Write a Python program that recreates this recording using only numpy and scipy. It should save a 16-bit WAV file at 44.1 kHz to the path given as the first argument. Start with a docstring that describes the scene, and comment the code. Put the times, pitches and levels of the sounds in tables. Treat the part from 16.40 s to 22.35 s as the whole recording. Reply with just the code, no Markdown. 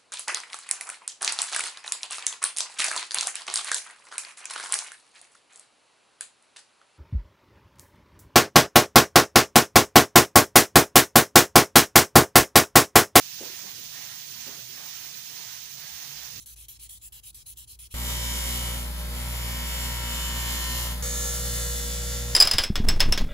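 """First a small steel ring is rubbed with fine sandpaper in quick strokes, shaped grit noise over a throbbing hum.
Then, in two passages, it is pressed against the cloth wheel of a running bench grinder: noise that nearly
repeats on every turn makes the rub and whirr, and shaft-locked sines the whine.
The motor adds shaft and mains tones, and slows under load. Two microphone ports hear it all with a phase between."""
import sys
import numpy as np
from scipy import signal
from scipy.fft import rfft, irfft
from scipy.io import wavfile
from scipy.ndimage import uniform_filter1d, map_coordinates

SR = 44100
rng = np.random.default_rng(int(sys.argv[2]) if len(sys.argv) > 2 else 0)


def unload_wav(signal):
    """Save mono or channel-first audio to the path in sys.argv[1] as 16-bit WAV at rate SR, clipped to [-1, 1]."""
    wavfile.write(
        sys.argv[1],
        SR,
        np.round(np.clip(np.atleast_2d(signal).T, -1, 1) * 32767).astype(np.int16),
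    )


N = 262395
TIME, HZ = np.arange(N) / SR, np.maximum(np.fft.rfftfreq(N, 1 / SR), 1)

# Onsets of the two grinder passages: start_s
GRINDER_STARTS = [1.539, 4.623]
# Pressing of ring on wheel, per passage: time_s, rub_level_db (before a fixed trim of -2.5 dB)
CONTACT = [
    [(1.54, -41), (1.7, -35.5), (2.1, -34), (2.3, -35.5), (2.4, -39.5), (2.52, -48), (2.6, -42.5),
     (2.68, -46), (2.76, -41.5), (2.9, -39), (3.2, -36.5), (3.45, -36), (3.6, -36.5), (3.75, -35.5),
     (3.95, -36), (4.22, -34), (4.42, -36), (4.52, -37.5), (4.62, -52.5)],
    [(4.63, -33.5), (4.86, -31.5), (4.99, -34), (5.23, -33), (5.62, -36.5), (5.75, -35.5), (5.85, -38),
     (5.95, -38)],
]
# Drifting colour of the rub, per passage: time_s, low_lift_db, high_lift_db
RUB_TILT = [
    [(1.54, 6.5, 5), (1.8, -1, 1.5), (2.6, 6, 4), (3.1, 4, 2), (3.6, 2, 2), (4.3, -0.5, 2), (4.62, 6, 4)],
    [(4.63, 6, 2.5), (5.25, 4, 4), (5.6, -1, -1), (5.95, -8, -0.5)],
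]
# Wheel speed, lower under load, per passage: time_s, turns_per_s
SPEED = [
    [(1.66, 59.33), (1.81, 59.04), (1.96, 58.92), (2.11, 58.87), (2.26, 59.05), (2.41, 59.23),
     (2.56, 59.32), (2.71, 59.38), (2.86, 59.47), (3.01, 59.38), (3.16, 59.24), (3.31, 59.11),
     (3.46, 58.98), (3.61, 59.03), (3.76, 59.0), (3.91, 58.75), (4.06, 58.68), (4.21, 58.76), (4.36, 58.78),
     (4.51, 58.86)],
    [(4.74, 59.29), (4.84, 59.26), (4.94, 59.29), (5.04, 59.36), (5.14, 59.23), (5.24, 59.15), (5.34, 59.2),
     (5.44, 59.26), (5.54, 59.35), (5.64, 59.4), (5.74, 59.38), (5.84, 59.44)],
]
# Sound that comes round again on the next turn: frequency_hz, share (0-1)
REPEATS = [(300, 0.073), (1000, 0.57), (2500, 0.66), (5000, 0.71), (7000, 0.77), (9500, 0.84),
           (15000, 0.16)]
# Lasting unevenness of the rim, per passage: order (multiple of the turn rate), then level_db (rms a side) in
# each of three grips, left_lead_rad, left_minus_right_db
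WHINE = [
    [(15, -64, -65, -57, 0.1, 6), (16, -52, -52, -52, 0.1, 2), (17, -58, -58, -53, 0.6, 5),
     (18, -58, -55, -53, 1.2, 3), (23, -56, -55, -52, 0.8, 1), (26, -65, -60, -57, 0.9, 5),
     (27, -56, -58, -57, 0.4, 7), (29, -61, -57, -55, 0.5, 2), (30, -62, -62, -58, -0.0, 0),
     (31, -54, -53, -48, 0.8, 1), (33, -52, -54, -56, 0.4, -2), (36, -51, -51, -50, 1.5, 2),
     (37, -51, -52, -57, 0.8, -2), (38, -55, -55, -60, 1.1, -2), (39, -52, -55, -61, 0.8, -1),
     (40, -50, -54, -49, 2.8, -3), (47, -48, -51, -51, -3.0, 3), (49, -51, -49, -52, 2.5, 0),
     (51, -47, -51, -49, 1.4, 2), (52, -47, -51, -47, 1.7, 0), (54, -53, -57, -49, 1.8, -1),
     (58, -48, -48, -49, -2.6, -1), (59, -58, -62, -54, 0.0, 0), (61, -54, -54, -51, -2.1, -1),
     (62, -52, -55, -54, -2.0, 0), (70, -59, -60, -51, -0.8, 3), (72, -65, -61, -51, -1.7, -2),
     (79, -51, -52, -58, -1.6, -3), (93, -53, -55, -61, -0.9, -1), (95, -50, -53, -53, -2.0, 0),
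     (108, -58, -58, -54, -0.3, 3), (115, -55, -64, -52, 0.1, -5), (116, -52, -62, -62, 0.1, -3),
     (118, -53, -54, -54, -0.8, -1)],
    [(23, -53, -54, -55, 0.3, 5), (27, -63, -56, -58, 0.0, 8), (29, -57, -59, -61, -0.1, 6),
     (31, -57, -56, -61, 0.9, 6), (50, -52, -54, -57, -0.1, 2), (59, -53, -55, -53, -0.1, -1),
     (60, -53, -54, -51, -0.1, 0), (62, -53, -54, -55, -0.3, 0), (69, -57, -53, -64, 0.1, -1),
     (70, -52, -54, -56, 0.9, -3), (73, -49, -50, -64, 1.2, -1), (77, -54, -54, -54, 0.9, -3),
     (94, -58, -60, -56, 0.6, -12), (95, -51, -57, -57, 1.5, -12), (102, -57, -55, -58, 1.2, -14),
     (105, -49, -58, -60, 2.0, -5), (106, -52, -50, -52, 2.0, -6), (107, -45, -54, -55, 1.7, -2),
     (109, -45, -52, -51, 1.4, -3), (110, -46, -53, -57, 1.4, -4), (111, -47, -51, -59, 1.5, -2),
     (113, -51, -55, -54, 1.5, 1), (114, -48, -57, -48, 1.3, 1), (115, -44, -45, -51, 1.2, -1),
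     (116, -48, -49, -49, 0.8, 0), (119, -51, -53, -51, 1.2, 9), (122, -55, -60, -60, -0.0, 9),
     (125, -51, -52, -53, -1.1, 5), (129, -49, -50, -55, -1.3, 0), (132, -59, -49, -58, -1.7, 3)],
]
# Middles of the three grips, per passage: time_s
GRIPS = [(2.0, 3.3, 4.1), (4.83, 5.27, 5.74)]
# Tones tied to the shaft: order (multiple of the turn rate), passage_1_db (rms), passage_2_db (rms);
# orders above 3 have these levels at the rub level LOAD_AT_DB
SHAFT = [(1, -32.6, -32.4), (2, -48, -50), (2.63, -49.5, -49.5), (3, -51, -49.5), (4, -51, -57),
         (5, -62, -68), (6, -61, -66), (9, -62, -62)]
# Magnetic hum at multiples of the mains: frequency_hz, passage_1_db (rms), passage_2_db (rms)
MAINS = [(120, -47, -45), (240, -53, -58), (360, -66, -68), (480, -57.5, -46), (600, -54, -54),
         (840, -64, -66)]
# Sandpaper strokes, pull and push in turn: start_s, length_s, bite_level_db, low_lift_db, end_swell_db
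STROKES = [(0, 0.05, -48, -6, -1), (0.057, 0.093, -45.5, 2.5, 3), (0.163, .1, -49.5, 2.5, 3),
           (0.283, 0.097, -43.5, 3, -3), (0.398, 0.081, -47.5, 2, 1.5), (0.491, 0.1, -44, -1, 0),
           (0.619, 0.075, -48, 0.5, 3), (0.722, 0.085, -46, 4, 2.5), (0.837, 0.078, -48, 1, 2.5),
           (0.944, 0.092, -46, 1, 1), (1.065, 0.079, -46, -0.5, 0), (1.17, 0.085, -45, 1, 1),
           (1.28, 0.084, -48, -1.5, 1), (1.389, 0.091, -46.5, 0.5, 3.5), (1.512, 0.04, -47.5, 3.5, -1)]
# Paper brushing the ring before some strokes: start_s, level_db (it climbs from 11 dB below to 1 dB above)
BRUSHES = [(.268, -71), (.48, -62), (.594, -64), (.927, -66), (1.158, -60)]
# Resonances of ring, fingers and paper, for sanding and each grinder passage: frequency_hz, width_hz, lift_db
RINGING = [
    [(3200, 400, 3), (3620, 120, -4), (4150, 300, 4), (4600, 200, -6), (5000, 300, 2), (5600, 200, -4),
     (6100, 300, 2), (7500, 500, 3), (10100, 500, 3), (12500, 500, 3)],
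    [(1360, 80, 1), (1820, 150, 2), (2150, 200, 2), (2600, 400, 2), (3550, 200, 2), (4150, 250, 3),
     (7250, 250, 3), (9300, 300, 2), (12700, 400, 2), (15200, 900, 4)],
    [(1360, 80, 4), (1850, 200, 3), (2650, 400, 3), (3530, 200, 4), (6400, 300, 2), (6830, 200, 3),
     (7400, 300, 3), (9200, 400, 3), (15200, 900, 4)],
]
# Phase between the ports, for sanding and each grinder passage: frequency_hz, left_lead_rad
PORTS = [
    [(0, 0), (1600, 1.2), (3600, 1.6), (4000, 0), (4400, -.7), (5000, 1.5), (5500, -1.2), (6000, 1),
     (7000, .7), (8600, -3.14), (16000, -17.67)],
    [(0, 0), (350, 0), (550, 1.1), (950, .4), (2150, 1.3), (2400, 2.9), (2900, 2.8), (3050, 1.6), (3300, 2),
     (3450, 3.7), (4000, 4.2), (5500, 4.3), (6500, 6), (7100, 6), (8600, 3.14), (16000, -11.39)],
    [(0, 0), (350, 0), (600, .3), (1550, .5), (1900, 1.4), (2350, 1.9), (2600, 3.1), (2750, 2.7), (2950, 0),
     (3650, -.2), (4200, .6), (5200, 2), (6200, 1.5), (7000, 1), (7400, -.7), (8600, -3.14),
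     (16000, -17.67)],
]
# Colour and stereo image of each source (the rub has one per passage): frequency_hz,
# density_db (per Hz, relative), left_right_likeness (0-1), left_minus_right_db
RUB_COLOUR = [
    [(280, -5, 0.84, 0), (650, -6.5, 0.45, 5.5), (970, -1.5, 0.81, 0.5), (1480, -6.5, 0.35, -1),
     (2140, -4, 0.61, 3), (3050, 2.5, 0.47, -0.5), (4400, -2, 0.27, 0.5), (5170, 1.5, 0.1, -1),
     (5670, -1.5, 0.27, -1), (6200, -0.5, 0.27, -1), (8400, 0.5, 0.95, 1), (10140, -4, 1, -1.5),
     (14100, -2, 1, 0.5), (16100, -22.5, 1, -4.5)],
    [(300, -11, 0.8, 8), (670, -10, 0.69, 4), (970, -12, 0.62, -3), (1530, -8, 0.45, 4),
     (2230, -6.5, 0.94, 1.5), (3080, -3.5, 0.57, 2), (4120, -2, 0.96, -1), (5100, 2.5, 0.46, -0.5),
     (6100, 4, 0.68, -6), (7340, 1, 0.65, 3), (8580, 6, 1, -0.5), (10700, -6.5, 1, -0.5),
     (13100, -2.5, 1, 0), (15600, -8, 1, 0)],
]
WHIRR_COLOUR = [(302, -14, 0.9, 5), (724, 1, 0.41, 2), (1040, -1.5, 0.7, 12), (1330, 0, 0.4, 1.5),
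                (1920, 0.5, 0.41, 4), (2380, -0.5, 0.37, -1), (3080, -11, 0.91, 6), (3540, 1.5, 0.25, 4),
                (3970, 0, 0.1, 4), (4960, -0.5, 0.18, -3), (5730, -8, 0.2, 1), (7100, -11, 0.45, 4),
                (9000, -11.5, 0.72, 8), (10400, 1, 1, 2), (12960, 1, 1, -1), (15000, -16, 1, -1)]
RUMBLE_COLOUR = [(45, -9, 0.82, 0), (113, -9, 0.71, -1), (400, -21, 0.86, 1), (920, -27.5, 0.84, 0.75)]
SANDING_COLOUR = [(706, -11.5, 0.7, 3), (1510, -20.5, 0.9, 5), (2000, -14.5, 0, 8), (3200, -2.5, 0.7, -1.5),
                  (4130, -4, 0.86, -0.5), (5200, -5, 0, -1.5), (6200, -2.5, 0.4, -1), (7800, -2.5, 0.26, 1),
                  (8500, 1.5, 0.87, 0.5), (10900, 1, 0.94, 0.5), (11800, 0, 1, -1), (13800, -3.5, 1, 0),
                  (16200, 3, 1, 0.5)]
ROOM_COLOUR = [(25, -18, .95, -6), (45.3, -13, 0.87, 12), (62, -12, 0.61, 0), (72, -12.5, 0.83, 0),
               (123, -13.5, 0.78, -5), (137, -25, 1, 6), (250, -32, 0.78, -2), (393, -34.5, .7, 0),
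               (590, -43, 0.37, 2), (1000, -42.5, 0.61, 5), (1600, -47, 0.59, 3), (5000, -46.5, .4, 1),
               (15000, -42, .8, 6)]

WHIRR_DB, RUMBLE_DB, ROOM_DB = -45.5, -47, -61.5
SECTIONS = 4   # stitched sections of the cloth wheel
FIBRES = 746   # points round the rim
# level of the whine against the rub: dB per dB, reached at this multiple of the turn rate
WHINE_FOLLOWS, FULL_ORDER = 1.3, 31
# higher multiples bunch later, in turns per multiple; random phase, in cycles
BUNCH_LAG, WHINE_SCATTER = .011, .55
# upper shaft tones grow with the rub: dB per dB, from this rub level
LOAD_FOLLOWS, LOAD_AT_DB = 0.7, -34
# mains tone shifted up by the turn rate; dB rms per passage, at the rub level LOAD_AT_DB
SIDEBAND_HZ, SIDEBAND_DB = 480, (-55, -53.5)
PULL_RISE_S, PUSH_RISE_S, BRUSH_RISE_S = 0.015, 0.0031, 0.0027
PULL_LEAD_S, PUSH_LEAD_S, STOP_S = 0.016, .002, 0.0082
REST_DB = -80
# level mid-stroke and near its end against the bite, in dB, before the stroke's own swell
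PULL_SAG_DB, PUSH_SAG_DB = (1.5, -2.5), (-2, -5)
THROB_HZ, THROB_PEAK_S = 4.04, 0.433
CUTOFF_HZ = 15710


def grinder(passage):
    """Superposition: rub, whine, whirr, rumble and motor add, most of them sharing one shaft angle."""
    rub_db, = in_time(CONTACT[passage])
    turns = np.cumsum(in_time(SPEED[passage])[0]) / SR
    rub = wheel_rub(turns, rub_db, passage)
    idle = whirr(turns) + rumble()
    return rub + idle + motor(turns, rub_db, passage) + whine(turns, rub_db, passage)


def wheel_rub(turns, rub_db, passage):
    """Friction excitation: the passing rim drives the resonances of the held ring."""
    low_db, high_db = in_time(RUB_TILT[passage])
    lasting = [int(row[0]) for row in WHINE[passage]]
    rub = rim(turns, memory=0.96, seam_db=0.3, lasting=lasting)
    rub = resonant(rub, RINGING[passage + 1], patchy_db=1.5, patch_s=0.57)
    rub = heard(rub, RUB_COLOUR[passage], PORTS[passage + 1])
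    rub = lifted(rub, low_db, high_db, low_hz=2230, high_hz=7500)
    return from_db(rub_db - 2.5 + 0.99 * drift(5)) * rub


def rim(turns, memory, seam_db, lasting=()):
    """Cyclic repetition: cloth fibres pass once a turn, changing a little each time; fresh hiss fills the rest."""
    fibres = rng.standard_normal((2, int(turns[-1]) + 42, FIBRES))
    keep = np.clip(memory, 0, .99)
    fibres = signal.lfilter([np.sqrt(1 - keep ** 2)], [1, -keep], fibres, axis=1)
    fibres = fibres[:, 40:]   # drop the turns in which the memory settles
    orders = rfft(fibres)
    orders[..., list(lasting)] = 0   # these multiples sound as the whine
    fibres = irfft(orders, FIBRES).reshape(2, -1)
    fine = signal.resample_poly(fibres, 2, 1, axis=1)
    passing = [map_coordinates(side, [turns * FIBRES * 2], order=3) for side in fine]
    share = np.clip(in_hz(REPEATS)[0], 0, 1)
    repeated = np.sqrt(share) * rfft(passing)
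    fresh = np.sqrt(1 - share) * rfft(rng.standard_normal((2, N)))
    rub = irfft(repeated + fresh, N)
    # out of true, the wheel bears harder once and twice a turn, and at each stitched section
    runout = np.cos(2 * np.pi * turns) + 0.38 * np.cos(4 * np.pi * turns + 1)
    runout = runout + 1.4 * np.cos(2 * np.pi * SECTIONS * turns)
    return rub * from_db(seam_db * runout)


def whine(turns, rub_db, passage):
    """Harmonic series of rotation: neighbouring multiples bunch once a turn and rattle; grip shifts their balance."""
    out, side, time = 0, np.array([[.5], [-.5]]), TIME[::16]   # levels move on every 16th sample
    wavers = [drift(2.0)[::16] for _ in range(6)]
    grips_s = GRIPS[passage]
    # rub level against its course between the grips
    pressed_db = rub_db[::16] - np.interp(time, grips_s, np.interp(grips_s, TIME, rub_db))
    for order, *grip_db, lead, lean_db in WHINE[passage]:
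        db = np.interp(time, grips_s, grip_db) + .7 * rng.standard_normal(6) @ wavers
        db = db + WHINE_FOLLOWS * min(order / FULL_ORDER, 1) * pressed_db
        cycles = order * (turns - BUNCH_LAG * order / 2) + WHINE_SCATTER * rng.random()
        wave = np.sin(2 * np.pi * cycles + lead * side)
        out = out + from_db(lean_db * side) * np.repeat(from_db(db), 16)[:N] * wave
    return np.sqrt(2) * out


def motor(turns, rub_db, passage):
    """Forced vibration: unbalance and bearings follow the shaft, upper tones the load; magnetic hum keeps to the mains."""
    load_db = LOAD_FOLLOWS * (rub_db - LOAD_AT_DB)
    # each tone: cycles, level in dB rms, waver in dB
    tones = [(turns * order, db[passage] + load_db * (order > 3), 1.4 if order > 1 else .4)
             for order, *db in SHAFT]
    tones += [(TIME * hz, db[passage], .6) for hz, *db in MAINS]
    tones += [(TIME * SIDEBAND_HZ + turns, SIDEBAND_DB[passage] + load_db / 2, 2.4)]
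    out = 0
    for cycles, db, waver_db in tones:
        mean_hz = cycles[-1] / TIME[-1]
        # radians each side of the middle
        lead = 0.13 + np.interp(mean_hz, *np.transpose(PORTS[passage + 1])) / 2
        wave = np.sin(2 * np.pi * (cycles + rng.random()) + lead * np.array([[1], [-1]]))
        out = out + from_db(db + waver_db * drift(8.5)) * wave
    return np.sqrt(2) * out


def whirr(turns):
    """Cyclic repetition: the free wheel whirrs as its fibres pass, at a level independent of the ring."""
    return from_db(WHIRR_DB) * heard(rim(turns, memory=0.854, seam_db=0.5), WHIRR_COLOUR, PORTS[1])


def rumble():
    """Broadband noise: steady random vibration, weighted to the lows."""
    return from_db(RUMBLE_DB) * heard(rng.standard_normal((2, N)), RUMBLE_COLOUR, PORTS[1])


def sanding():
    """Abrasive friction: uneven grit sounds under each stroke; pushes bite at once and sag, pulls swell."""
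    level_db, low_db = stroke_levels()
    high_db = 2.3 * (np.clip(level_db, -56, -46.0) + 47.5)   # a stronger stroke is brighter
    grain_db = 2.3 * np.minimum(rng.exponential(1, N), 5)
    grit = rng.standard_normal((2, N)) * from_db(grain_db)
    grit = resonant(grit, RINGING[0], patchy_db=3.3, patch_s=0.058)
    scratch = heard(grit, SANDING_COLOUR, PORTS[0])
    scratch = lifted(scratch, low_db, high_db, low_hz=5500, high_hz=6500)
    return from_db(level_db + 0.51 * drift(70)) * scratch


def stroke_levels():
    """Amplitude envelope: each stroke rises, sags or swells and stops, and the hand rests between strokes."""
    points = []
    for k, (s, length, db, low_db, swell_db) in enumerate(STROKES):
        if k % 2:
            rise, lead, sag_db = PUSH_RISE_S, PUSH_LEAD_S, PUSH_SAG_DB
        else:
            rise, lead, sag_db = PULL_RISE_S, PULL_LEAD_S, PULL_SAG_DB
        points += [(s - lead, REST_DB, low_db), (s - lead + rise, db, low_db),
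                   (s + length / 2, db + sag_db[0] + swell_db / 2, low_db),
                   (s + length - STOP_S, db + sag_db[1] + swell_db, low_db),
                   (s + length + 1.14 * STOP_S, REST_DB, low_db)]
    level_db, low_db = in_time(points[1:])   # the first stroke is already under way
    for s, db in BRUSHES:   # held until the stroke takes over
        next_s = min(start for start, *_ in STROKES if start > s)
        held = (TIME > s) & (TIME < next_s)
        brush_db = db - 11 + 12 * np.minimum((TIME - s) / BRUSH_RISE_S, 1)
        level_db = np.where(held, np.maximum(level_db, brush_db), level_db)
    return level_db, low_db


def workshop():
    """Amplitude modulation: a low hum of wavering pitch throbs over a faint noise floor."""
    throb = 1 + 0.59 * np.cos(2 * np.pi * THROB_HZ * (TIME - THROB_PEAK_S))
    cycles = np.cumsum(57.5 + 1.8 * drift(3.1)) / SR   # pitch in Hz
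    hum = from_db(-56.0 + 2.0 * drift(5.1)) * throb * np.sin(2 * np.pi * cycles)
    return hum + from_db(ROOM_DB) * heard(rng.standard_normal((2, N)), ROOM_COLOUR, PORTS[0])


def resonant(x, peaks, patchy_db, patch_s):
    """Resonance: fixed peaks and dips, and patches of the spectrum that swell and fade as the grip shifts."""
    lift_db = sum(db / (1 + (2 * (HZ - hz) / width_hz) ** 2) for hz, width_hz, db in peaks)
    ringing = irfft(rfft(x) * from_db(lift_db), N)
    frames = signal.stft(ringing, nperseg=256)[2]
    patches = rng.standard_normal(frames.shape[1:])
    span = max(int(patch_s * SR / 128), 1)   # in frames of 128 samples
    for _ in range(2):
        patches = uniform_filter1d(patches, size=span, axis=1)
    patches = uniform_filter1d(patches, size=2, axis=0)
    frames = frames * from_db(patchy_db * patches / patches.std())
    return signal.istft(frames, nperseg=256)[1][:, :N]


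def heard(pair, colour, ports):
    """Partial coherence: two unrelated sources become a coloured stereo pair whose side mean has rms 1."""
    level_db, alike, lean_db = in_hz(colour)
    alike = np.clip(alike, 0, 1)
    low_close = 1 + (1.17 * colour[0][0] / HZ) ** 4   # closed below the table
    common, apart = rfft(pair) * from_db(level_db) / low_close
    turn = from_db(lean_db / 2) * np.exp(.5j * np.interp(HZ, *np.transpose(ports)))
    common, apart = np.sqrt(1 + alike) * common, np.sqrt(1 - alike) * apart
    out = irfft([(common + apart) * turn, (common - apart) / turn], N)
    return out / out.mean(axis=0).std()


def lifted(x, low_db, high_db, low_hz, high_hz):
    """Shelving: the lows and the highs are raised or lowered over time."""
    low = signal.sosfilt(signal.butter(2, low_hz, fs=SR, output="sos"), x)
    high = signal.sosfilt(signal.butter(2, high_hz, "high", fs=SR, output="sos"), x)
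    return x + (from_db(low_db) - 1) * low + (from_db(high_db) - 1) * high


def drift(rate_hz):
    """Low-passed chance: a slow random course of standard deviation 1."""
    slow = irfft(rfft(rng.standard_normal(N)) / (1 + (HZ / rate_hz) ** 2), N)
    return slow / slow.std()


def in_time(rows):
    """Linear interpolation: each column of a table joined by straight lines in time."""
    s, *columns = np.transpose(rows)
    return [np.interp(TIME, s, c) for c in columns]


def in_hz(rows):
    """Logarithmic pitch: each column of a table interpolated on a log-frequency axis."""
    hz, *columns = np.transpose(rows)
    return [np.interp(np.log(HZ), np.log(hz), c) for c in columns]


def from_db(db):
    """Decibel law: amplitude gain of a level in dB."""
    return 10 ** (np.asarray(db) / 20)


def scene():
    """Linear crossfading: sanding in the workshop, then two grinder passages, joined by fades of 1.8 ms."""
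    first, second = (np.clip((TIME - s) / 0.0018, 0, 1) for s in GRINDER_STARTS)
    by_hand = (1 - first) * (sanding() + workshop())
    return by_hand + (first - second) * grinder(0) + second * grinder(1)


def record(dry):
    """Band limiting: an elliptic low-pass cuts the top steeply."""
    return signal.sosfilt(signal.ellip(14, .1, 80, CUTOFF_HZ, fs=SR, output="sos"), dry)


dry = scene()
out = record(dry)
unload_wav(out)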